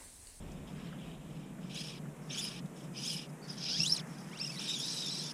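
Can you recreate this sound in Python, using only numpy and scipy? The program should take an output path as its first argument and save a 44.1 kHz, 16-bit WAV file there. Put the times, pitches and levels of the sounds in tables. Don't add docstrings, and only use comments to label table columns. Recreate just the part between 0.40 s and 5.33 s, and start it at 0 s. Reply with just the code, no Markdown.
import sys
import numpy as np
from scipy import signal
from scipy.fft import rfft, irfft, next_fast_len
from scipy.io import wavfile
from scipy.ndimage import uniform_filter1d

SR = 44100
rng = np.random.default_rng(int(sys.argv[2]) if len(sys.argv) > 2 else 0)


def transcribe(u):
    v = np.clip(np.atleast_2d(u).T, -1, 1)
    q = np.round(v * 32767).astype(np.int16)
    wavfile.write(sys.argv[1], SR, q)


def field_ratio(decibels):
    return 10 ** (np.asarray(decibels, dtype=float) / 20)


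N = 217608
T = np.arange(N) / SR


def evened(x):
    return x / np.sqrt(np.mean(x ** 2) + 1e-20)


def read(points, hz):
    f, value = np.transpose(points)
    return np.interp(np.log(hz + 1), np.log(f + 1), value)


def shaped(x, gain):
    size = next_fast_len(len(x))
    spectrum = rfft(x, size) * gain(np.fft.rfftfreq(size, 1 / SR))
    return irfft(spectrum, size)[:len(x)]


def band(x, lo_hz, hi_hz):
    return shaped(x, lambda f: 1 / np.sqrt((1 + (lo_hz / (f + 1)) ** 16) * (1 + (f / hi_hz) ** 16)))


def wander(count, hz):
    return evened(shaped(rng.standard_normal(count), lambda f: np.exp(-(f / hz) ** 2)))


def swells(rows, width_s):
    return sum(field_ratio(db) * np.exp(-((T - s) / width_s) ** 2) for s, db in rows)


# time in seconds, level in dB.
GUSTS = [
    (0.04, -52.5),
    (0.32, -61),
    (0.63, -62),
    (0.89, -74),
    (2.62, -77),
    (3.2, -82),
    (3.53, -75),
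]


def wind():
    rumble = shaped(band(rng.standard_normal(N), 25.0, 100), lambda f: (f + 20) ** -.5)
    steady = field_ratio(-62 - 3 * T + wander(N, 2.5))
    return evened(rumble) * (steady + swells(GUSTS, width_s=0.14))


# pitch in Hz, level in dB per Hz.
AIR_COLOUR = [(105, -90), (130, 9.5), (162, 8), (360, -13.5), (560, -17), (1000, -24), (1630, -31),
              (2500, -31), (3300, -39.5), (4500, -44.5), (6000, -41.5), (7500, -35), (11000, -42.5),
              (15000, -47.5)]
# time in seconds, level in dB.
HUM_SURGES = [
    (0.45, -45),
    (1.26, -47),
    (2.24, -42.5),
    (3.4, -40.5),
]


def hum_and_hiss():
    air = shaped(rng.standard_normal(N), lambda f: field_ratio(read(AIR_COLOUR, f)))
    hum_level = field_ratio(-47.5 + wander(N, 8.1)) + .5 * swells(HUM_SURGES, width_s=0.032)
    hiss_level = field_ratio(-55 + .5 * wander(N, 5.2))
    return evened(band(air, 143, 286)) * hum_level + evened(band(air, 324, 20000)) * hiss_level


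# time in seconds, level in dB.
RIPPLES = [
    (0.45, -64.5),
    (2.05, -64.5),
    (3.15, -71),
    (3.6, -65),
    (3.9, -70),
]


def wash():
    water = evened(band(rng.standard_normal(N), 730, 2080))
    steady = field_ratio(-74 + 3 * T + 1.7 * wander(N, 4.6))
    return water * (steady + swells(RIPPLES, width_s=0.14))


# start in seconds, peak in dB, centre in Hz, width in Hz.
TICKS = [(0.382, -49, 1390, 500), (0.527, -41, 1450, 600), (1.182, -50, 1410, 500), (1.249, -46, 1310, 500),
         (1.653, -44, 1310, 500), (1.956, -43, 1460, 500), (4.194, -42, 1280, 507),
         (0.1161, -48, 6300, 2100), (0.47, -44, 2900, 1800), (3.3, -27, 4200, 1200),
         (3.998, -44, 5300, 600), (0.3294, -56, 4500, 1980), (3.105, -47, 9200, 1500),
         (3.1253, -45, 9250, 1400), (3.1542, -51, 9200, 1300), (3.1794, -60, 10500, 600),
         (4.3889, -38, 10200, 900), (4.4594, -40, 11200, 900), (4.5396, -44, 10600, 900),
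         (4.6653, -43, 10800, 900), (4.8359, -42, 10600, 596), (4.8794, -57, 10600, 600)]


def ticks():
    count = 900
    out, t = np.zeros(N), np.arange(count) / SR
    for s, db, hz, width in TICKS:
        puff = shaped(rng.standard_normal(count), lambda f: np.exp(-((f - hz) / width) ** 2))
        puff *= field_ratio(-60 * t / 0.055) * (1 - np.exp(-t / 0.00054))
        at = round(s * SR)
        out[at:at + count] += field_ratio(db - 3.5) * puff / abs(puff).max()
    return out


# pitch in Hz, level in dB per Hz.
HOUSING = [(880, -13), (1500, -12), (1910, -12), (2080, -18.5), (2310, -0.5), (2770, -1.5), (3230, 1),
           (3940, -6), (4190, 3), (4410, 3.5), (4850, -1.5), (5380, 1), (7470, -12), (10700, -16.5),
           (11800, -28), (15300, -46), (22000, -120)]
# pitch in Hz, width in Hz, boost in dB.
RINGS = [(2630, 270, -0.5), (2830, 21, 4), (3010, 18, 8), (3314, 30, 4.5), (3620, 21, 11), (3790, 68, 9.5),
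         (4710, 34, 4.5), (5036, 76, 9.5), (5448, 96, 9), (6630, 1180, 14.5), (8750, 210, 5),
         (10900, 3300, 8.5)]
# pitch in Hz, width in Hz, depth in dB.
NOTCHES = [(4400, 380, 13), (7400, 500, 4), (6800, 900, 9), (6450, 350, 4), (2100, 250, 4)]


def housing_db(hz):
    rings = sum(db / (1 + (2 * (hz - f) / w) ** 2) for f, w, db in RINGS)
    notches = sum(db * np.exp(-(2 * (hz - f) / w) ** 2) for f, w, db in NOTCHES)
    return read(HOUSING, hz) + rings - notches


def patchy(x, patch_db, bins, frames):
    z = signal.stft(x, nperseg=256, noverlap=192)[2]
    field = rng.standard_normal(z.shape)
    for _ in range(2):
        field = uniform_filter1d(uniform_filter1d(field, bins, 0), frames, 1)
    return signal.istft(z * field_ratio(patch_db * evened(field)), nperseg=256, noverlap=192)[1][:N]


def pull(start, length, sag_db):
    crest, attack_s, release_s = 0.27, .014, .016
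    sag_share = (1.0, 2.1, 2.34)
    u = (T - start) / length
    rise = sag_db[0] * (1 - u / crest) ** 2
    fall = sag_db[1] * ((u - crest) / (1 - crest)) ** 2
    sag = np.minimum(np.where(u < crest, rise, fall), 40)
    edges = np.clip(np.minimum((T - start) / attack_s, (start + length - T) / release_s) + .5, 0, 1)
    return edges * field_ratio(-np.outer(sag_share, sag))


# start in seconds, length in seconds, rub in dB, extra for the low part in dB, for the high in dB.
SHORT_RUBS = [(0.26, 0.067, -73, 10.5, 0), (0.35, 0.21, -72.5, 12.5, -6), (0.58, 0.18, -81.5, 23.5, -2),
              (0.89, 0.23, -78.5, 11, -18), (1.2, 0.2, -69, 5, -14), (1.29, 0.1, -63, 11, 0),
              (1.33, 0.26, -52, 3, -4.5), (1.81, 0.24, -68.5, -4, -2), (1.895, 0.074, -58, 10, -1),
              (1.915, 0.29, -48.5, 0, -2), (2.255, 0.013, -63.5, 2, 2), (2.35, 0.14, -67, -1, -2),
              (2.538, 0.33, -48, -3.5, -7), (2.62, 0.24, -51, 0, 1.5), (2.89, 0.024, -66, -15, -2),
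              (3.02, 0.14, -62, -8, -6), (3.08, 0.088, -50.5, -10, -16), (3.66, 0.38, -63, -6, -20),
              (3.9, 0.13, -62, -16, -14), (3.965, 0.027, -54, -16, -14), (1.985, 0.026, -72, 0, 25),
              (2.035, 0.036, -73, 0, 22), (4.27, .07, -70, 0, 14), (4.385, 0.061, -74, 0, 22),
              (4.45, 0.032, -79, 0, 18), (4.535, 0.027, -75, 0, 22), (4.66, 0.02, -74, 0, 26),
              (2.655, .02, -70, 0, 20), (2.72, 0.056, -69.5, 0, 18.5), (1.34, 0.026, -74.5, 0, 19.5)]
PULLS = [(0.2, 0.92, -93.5, 25.5, -5), (0.0, 0.22, -78, 10.5, -6), (3.125, 0.062, -58, -11, -8),
         (3.17, 0.068, -45, -8, -18), (3.22, 0.082, -39.5, -8, -20), (3.28, 0.15, -38, -13, -18.5),
         (3.4, 0.18, -44, -13, -5), (3.55, 0.064, -48, -10, -12), (3.97, 0.44, -55, -2, -1.5),
         (4.19, 0.13, -45.5, -1, -8), (4.26, 0.21, -43, -10, -14.5), (4.41, 0.23, -40, -13.5, -12),
         (4.61, 0.31, -42, -13.5, -13.5)]


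def rubbing():
    rest_db = np.array((-76.5, -99, -80))[:, None]
    creep_db_per_s = [0, 0, 4]
    power = field_ratio(rest_db + np.outer(creep_db_per_s, T)) ** 2
    for rows, sag_db in (SHORT_RUBS, (8, 8.5)), (PULLS, (4.5, 2.5)):
        for start, length, db, low_db, high_db in rows:
            part_level = field_ratio(db + np.array([[low_db], [0], [high_db]]))
            power = power + (part_level * pull(start, length, sag_db)) ** 2
    grit = rng.standard_normal(N)
    grit *= field_ratio(1.2 * wander(N, 170) + .9 * wander(N, 50) + .3 * wander(N, 14))
    grit = patchy(grit, 2.5, bins=2, frames=8)
    grit = patchy(grit, .4, bins=6, frames=30)
    grit = shaped(grit, lambda f: field_ratio(housing_db(f)))
    parts_hz = [(1500, 3690), (4350, 5330), (7200, 18500)]
    return sum(np.sqrt(p) * evened(band(grit, lo, hi)) for p, (lo, hi) in zip(power, parts_hz))


# pitch in Hz, level in dB.
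ZIP_COLOUR = [(1000, -26), (1550, -23), (2000, -16), (3400, -4), (4450, -7), (5400, 0), (6150, -13),
              (6900, -8), (7500, -16), (8200, -11), (9000, -17), (10600, -13), (14000, -28)]


def zip_tone(speed, bite_db, partials_db, colour=.35, jitter=.009, blur=.06, clear=.66, skirt=.45,
             flutter_db=2.2):
    s, hz = np.transpose(speed)
    on = (T >= s[0] - .004) & (T < s[-1] + .004)
    t = T[on]
    rate = np.interp(t, s, hz) * (1 + jitter * wander(len(t), 79))
    turns, out = np.cumsum(rate) / SR, np.zeros(N)
    for k, db in enumerate(partials_db, 1):
        ring_db = housing_db(k * rate) - read(HOUSING, k * rate)
        passing_db = read(ZIP_COLOUR, k * rate) + colour * ring_db
        dulling_db = (k > 2) * 2.0 * rate / 1000
        flutter = flutter_db * wander(len(t), 110)
        level = field_ratio(np.interp(t, s, bite_db) + db - dulling_db + passing_db + flutter)
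        spread_hz = blur * hz.mean() * np.sqrt(k)
        fuzz = clear + skirt * (wander(len(t), spread_hz) + 1j * wander(len(t), spread_hz))
        whistle = (fuzz * np.exp(2j * np.pi * k * turns)).real
        out[on] += np.sqrt(2) * level * whistle * (k * rate < 15000)
    out[on] *= signal.windows.tukey(len(t), min(0.0043 * SR / len(t), 1))
    return out


def glide(start, length, from_hz, to_hz, db):
    u = np.linspace(0, 1, 9)
    speed = np.transpose([start + length * u, to_hz + (from_hz - to_hz) * (1 - u) ** 1.5])
    return speed, db - 20 * (u - .6) ** 2


# start in seconds, length in seconds, from Hz, to Hz, bite in dB.
GLIDES = [
    (1.335, .08, 2590, 4400, -45),
    (2.57, .035, 2480, 3080, -46),
    (2.012, .045, 4250, 5250, -39),
]
SQUEALS = [(1.9, .018, 2600, 4200, -41), (1.914, .03, 6150, 6250, -37), (2.06, .03, 5000, 5100, -45),
           (3.02, .05, 4620, 4560, -49), (2.69, .075, 3400, 2900, -43), (2.56, .03, 5050, 5050, -48),
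           (3.085, .035, 5000, 5050, -47), (3.49, .048, 3840, 4250, -42), (2.628, .016, 5000, 5150, -43),
           (2.668, .024, 5100, 5150, -41), (1.364, .016, 5050, 5300, -50), (1.4, .022, 5100, 5050, -48),
           (1.476, .018, 5450, 5000, -48), (1.897, .018, 5400, 5500, -50), (3.985, .012, 8200, 8400, -45),
           (2.7, .012, 5050, 5050, -43), (2.72, .045, 10900, 11000, -44), (2.757, .018, 5400, 4900, -45),
           (2.785, .015, 5050, 5000, -47), (3.292, .03, 5500, 5550, -43), (3.325, .025, 4500, 4800, -36),
           (3.44, .025, 9000, 9500, -40), (3.755, .03, 1600, 1600, -40), (3.745, .04, 2400, 2420, -55),
           (3.825, .025, 1900, 1750, -46), (3.835, .03, 2450, 2450, -56)]
GLIDE_PARTIALS_DB = (0, -1, -4)


def glides_and_squeals():
    glides = sum(zip_tone(*glide(*row), GLIDE_PARTIALS_DB) for row in GLIDES)
    return glides + sum(zip_tone(*glide(*row), [0]) for row in SQUEALS)


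# time in seconds, ridges a second in Hz.
# The bite lists say how hard the ridges bite at each of those moments, in dB.
SECOND, SECOND_BITE_DB = [(1.946, 2250), (1.958, 2600), (1.968, 3050), (1.98, 3330), (1.993, 3530),
                          (2.006, 3580)], [-41, -42, -46, -37, -35, -40]
THIRD, THIRD_BITE_DB = [(2.632, 2850), (2.65, 3120), (2.665, 3400), (2.68, 4100), (2.7, 4400),
                        (2.722, 4650), (2.74, 4050)], [-50, -43, -45, -46, -48, -46, -49]
THIRD_PARTIALS_DB = (-1, 3, -6)


def strip_zips():
    third = zip_tone(THIRD, THIRD_BITE_DB, THIRD_PARTIALS_DB)
    return third + zip_tone(SECOND, SECOND_BITE_DB, GLIDE_PARTIALS_DB, clear=.75, skirt=.36)


# time in seconds, ridges a second in Hz.
# The bite list gives dB at each of those moments, the partials dB from the lowest up.
DRIFT, DRIFT_BITE_DB = [(4.015, 2700), (4.03, 2710), (4.041, 2500), (4.052, 2750), (4.066, 2880),
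                        (4.08, 2480), (4.092, 2570), (4.113, 2680)], [-42, -43, -44, -42, -44, -47, -45, -47]
DRIFT_PARTIALS_DB = (0, 0, 2, -18)


def drift_zip():
    return zip_tone(DRIFT, DRIFT_BITE_DB, DRIFT_PARTIALS_DB)


# time in seconds, ridges a second in Hz.
# The bite lists give dB at each of those moments, the partials dB from the lowest up.
BRAKE, BRAKE_BITE_DB = [(3.54, 5380), (3.552, 4750), (3.565, 4150), (3.573, 3650), (3.581, 2700),
                        (3.595, 1900), (3.607, 1400)], [-41, -38, -34, -37, -41, -39, -50]
LIFT, LIFT_BITE_DB = [(3.915, 930), (3.945, 1240), (3.968, 1480), (3.985, 1850), (4.0, 2330), (4.015, 2700)], [-41, -42, -49, -48, -43, -41]
SETTLE, SETTLE_BITE_DB = [(4.113, 2680), (4.121, 2250), (4.157, 2270), (4.162, 1990), (4.186, 1960)], [-48, -42, -43, -42, -44]
LIGHT_PARTIALS_DB = (0, 0, -13, -20)


def slack_zips():
    stages = [(BRAKE, BRAKE_BITE_DB), (LIFT, LIFT_BITE_DB), (SETTLE, SETTLE_BITE_DB)]
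    return sum(zip_tone(speed, bite_db, LIGHT_PARTIALS_DB) for speed, bite_db in stages)


# time in seconds, ridges a second in Hz.
# The bite lists give dB at each of those moments, the partials dB from the lowest up.
LOAD, LOAD_BITE_DB = [(3.27, 1300), (3.32, 1490), (3.34, 1600), (3.36, 1660), (3.38, 1980), (3.395, 2350),
                      (3.408, 2720), (3.422, 2660), (3.44, 2850)], [-46, -39, -36, -37, -37, -35, -34, -39, -36]
HAUL, HAUL_BITE_DB = [(3.44, 2850), (3.452, 3020), (3.465, 3420), (3.478, 4050), (3.49, 4230), (3.5, 4950),
                      (3.513, 5080), (3.526, 5480), (3.54, 5380)], [-35, -32, -27, -31, -32, -33, -37, -33, -42]
LOAD_PARTIALS_DB, HAUL_PARTIALS_DB = (-1, -1, -4, -16), (0, -4, -14, -20)


def haul_zips():
    load = zip_tone(LOAD, LOAD_BITE_DB, LOAD_PARTIALS_DB)
    return load + zip_tone(HAUL, HAUL_BITE_DB, HAUL_PARTIALS_DB)


# time in seconds, ridges a second in Hz.
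# The bite lists give dB at each of those moments, the partials dB from the lowest up.
SHOOT, SHOOT_BITE_DB = [(4.178, 1900), (4.2, 2940), (4.22, 3500), (4.245, 4300), (4.264, 4077),
                        (4.278, 3716), (4.29, 3638), (4.33, 3731), (4.35, 3680)], [-44, -41, -50, -50, -48, -40, -35, -38, -40]
CARRY, CARRY_BITE_DB = [(4.35, 3680), (4.38, 3305), (4.398, 3270), (4.426, 3700), (4.46, 3850),
                        (4.49, 4080), (4.514, 4100), (4.548, 3952), (4.575, 3880)], [-40, -41, -40, -43, -43, -44, -44, -38, -38]
RUNOUT, RUNOUT_BITE_DB = [(4.575, 3880), (4.614, 3950), (4.648, 3720), (4.688, 3517), (4.708, 3997),
                          (4.73, 4062), (4.758, 3860), (4.788, 4040)], [-38, -40, -39, -45, -41, -41, -47, -40]
SLOWING, SLOWING_BITE_DB = [(4.788, 4040), (4.81, 4050), (4.826, 3864), (4.848, 3500), (4.9, 3610)], [-40, -39, -46, -44, -56]
SHOOT_PARTIALS_DB = (0, -2, -12, -18)


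def shoot_zips():
    stages = [(SHOOT, SHOOT_BITE_DB), (CARRY, CARRY_BITE_DB),
              (RUNOUT, RUNOUT_BITE_DB), (SLOWING, SLOWING_BITE_DB)]
    loose = dict(clear=.56, skirt=.52, blur=.065, flutter_db=2.6, jitter=.013)
    return sum(zip_tone(speed, bite_db, SHOOT_PARTIALS_DB, **loose) for speed, bite_db in stages)


# time in seconds, extra bite in dB.
CATCHES = [(1.984, 2), (1.994, 4), (2.03, 3), (2.044, 2), (2.655, 6), (3.336, 4), (3.405, 10), (3.437, 13),
           (3.462, 2), (3.503, 3), (3.525, 8.5), (4.0, 6), (4.015, 4), (4.048, 5)]


def catching(zips):
    catch_db = sum(db * np.exp(-((T - s) / .005) ** 2) for s, db in CATCHES)
    return zips + band(zips, 3000, 7600) * (field_ratio(catch_db) - 1)


def mirrored(x, edge_hz=11650, image_db=-9.0, clock_hz=24000):
    kept = shaped(x, lambda f: 1 / np.sqrt(1 + (f / edge_hz) ** 40))
    flipped = np.conj(signal.hilbert(kept, next_fast_len(N))[:N])
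    image = (flipped * np.exp(2j * np.pi * clock_hz * T)).real

    def image_gain(f):
        return field_ratio(image_db - 7 * abs(f - 13400) / 1000) * (abs(f - 14000) < 2000)
    return kept + shaped(image, image_gain)


def scene():
    zips = haul_zips() + drift_zip() + strip_zips() + slack_zips() + shoot_zips() + glides_and_squeals()
    background = hum_and_hiss() + wash() + wind()
    line = rubbing() + ticks() + catching(zips)
    return (background + mirrored(line))[None]


def top_cut(x):
    return signal.sosfilt(signal.butter(12, 15190, fs=SR, output="sos"), x)


def record(dry):
    mix = shaped(dry[0], lambda f: f < 15250)[None]
    return top_cut(mix)


dry = scene()
out = record(dry)
transcribe(out)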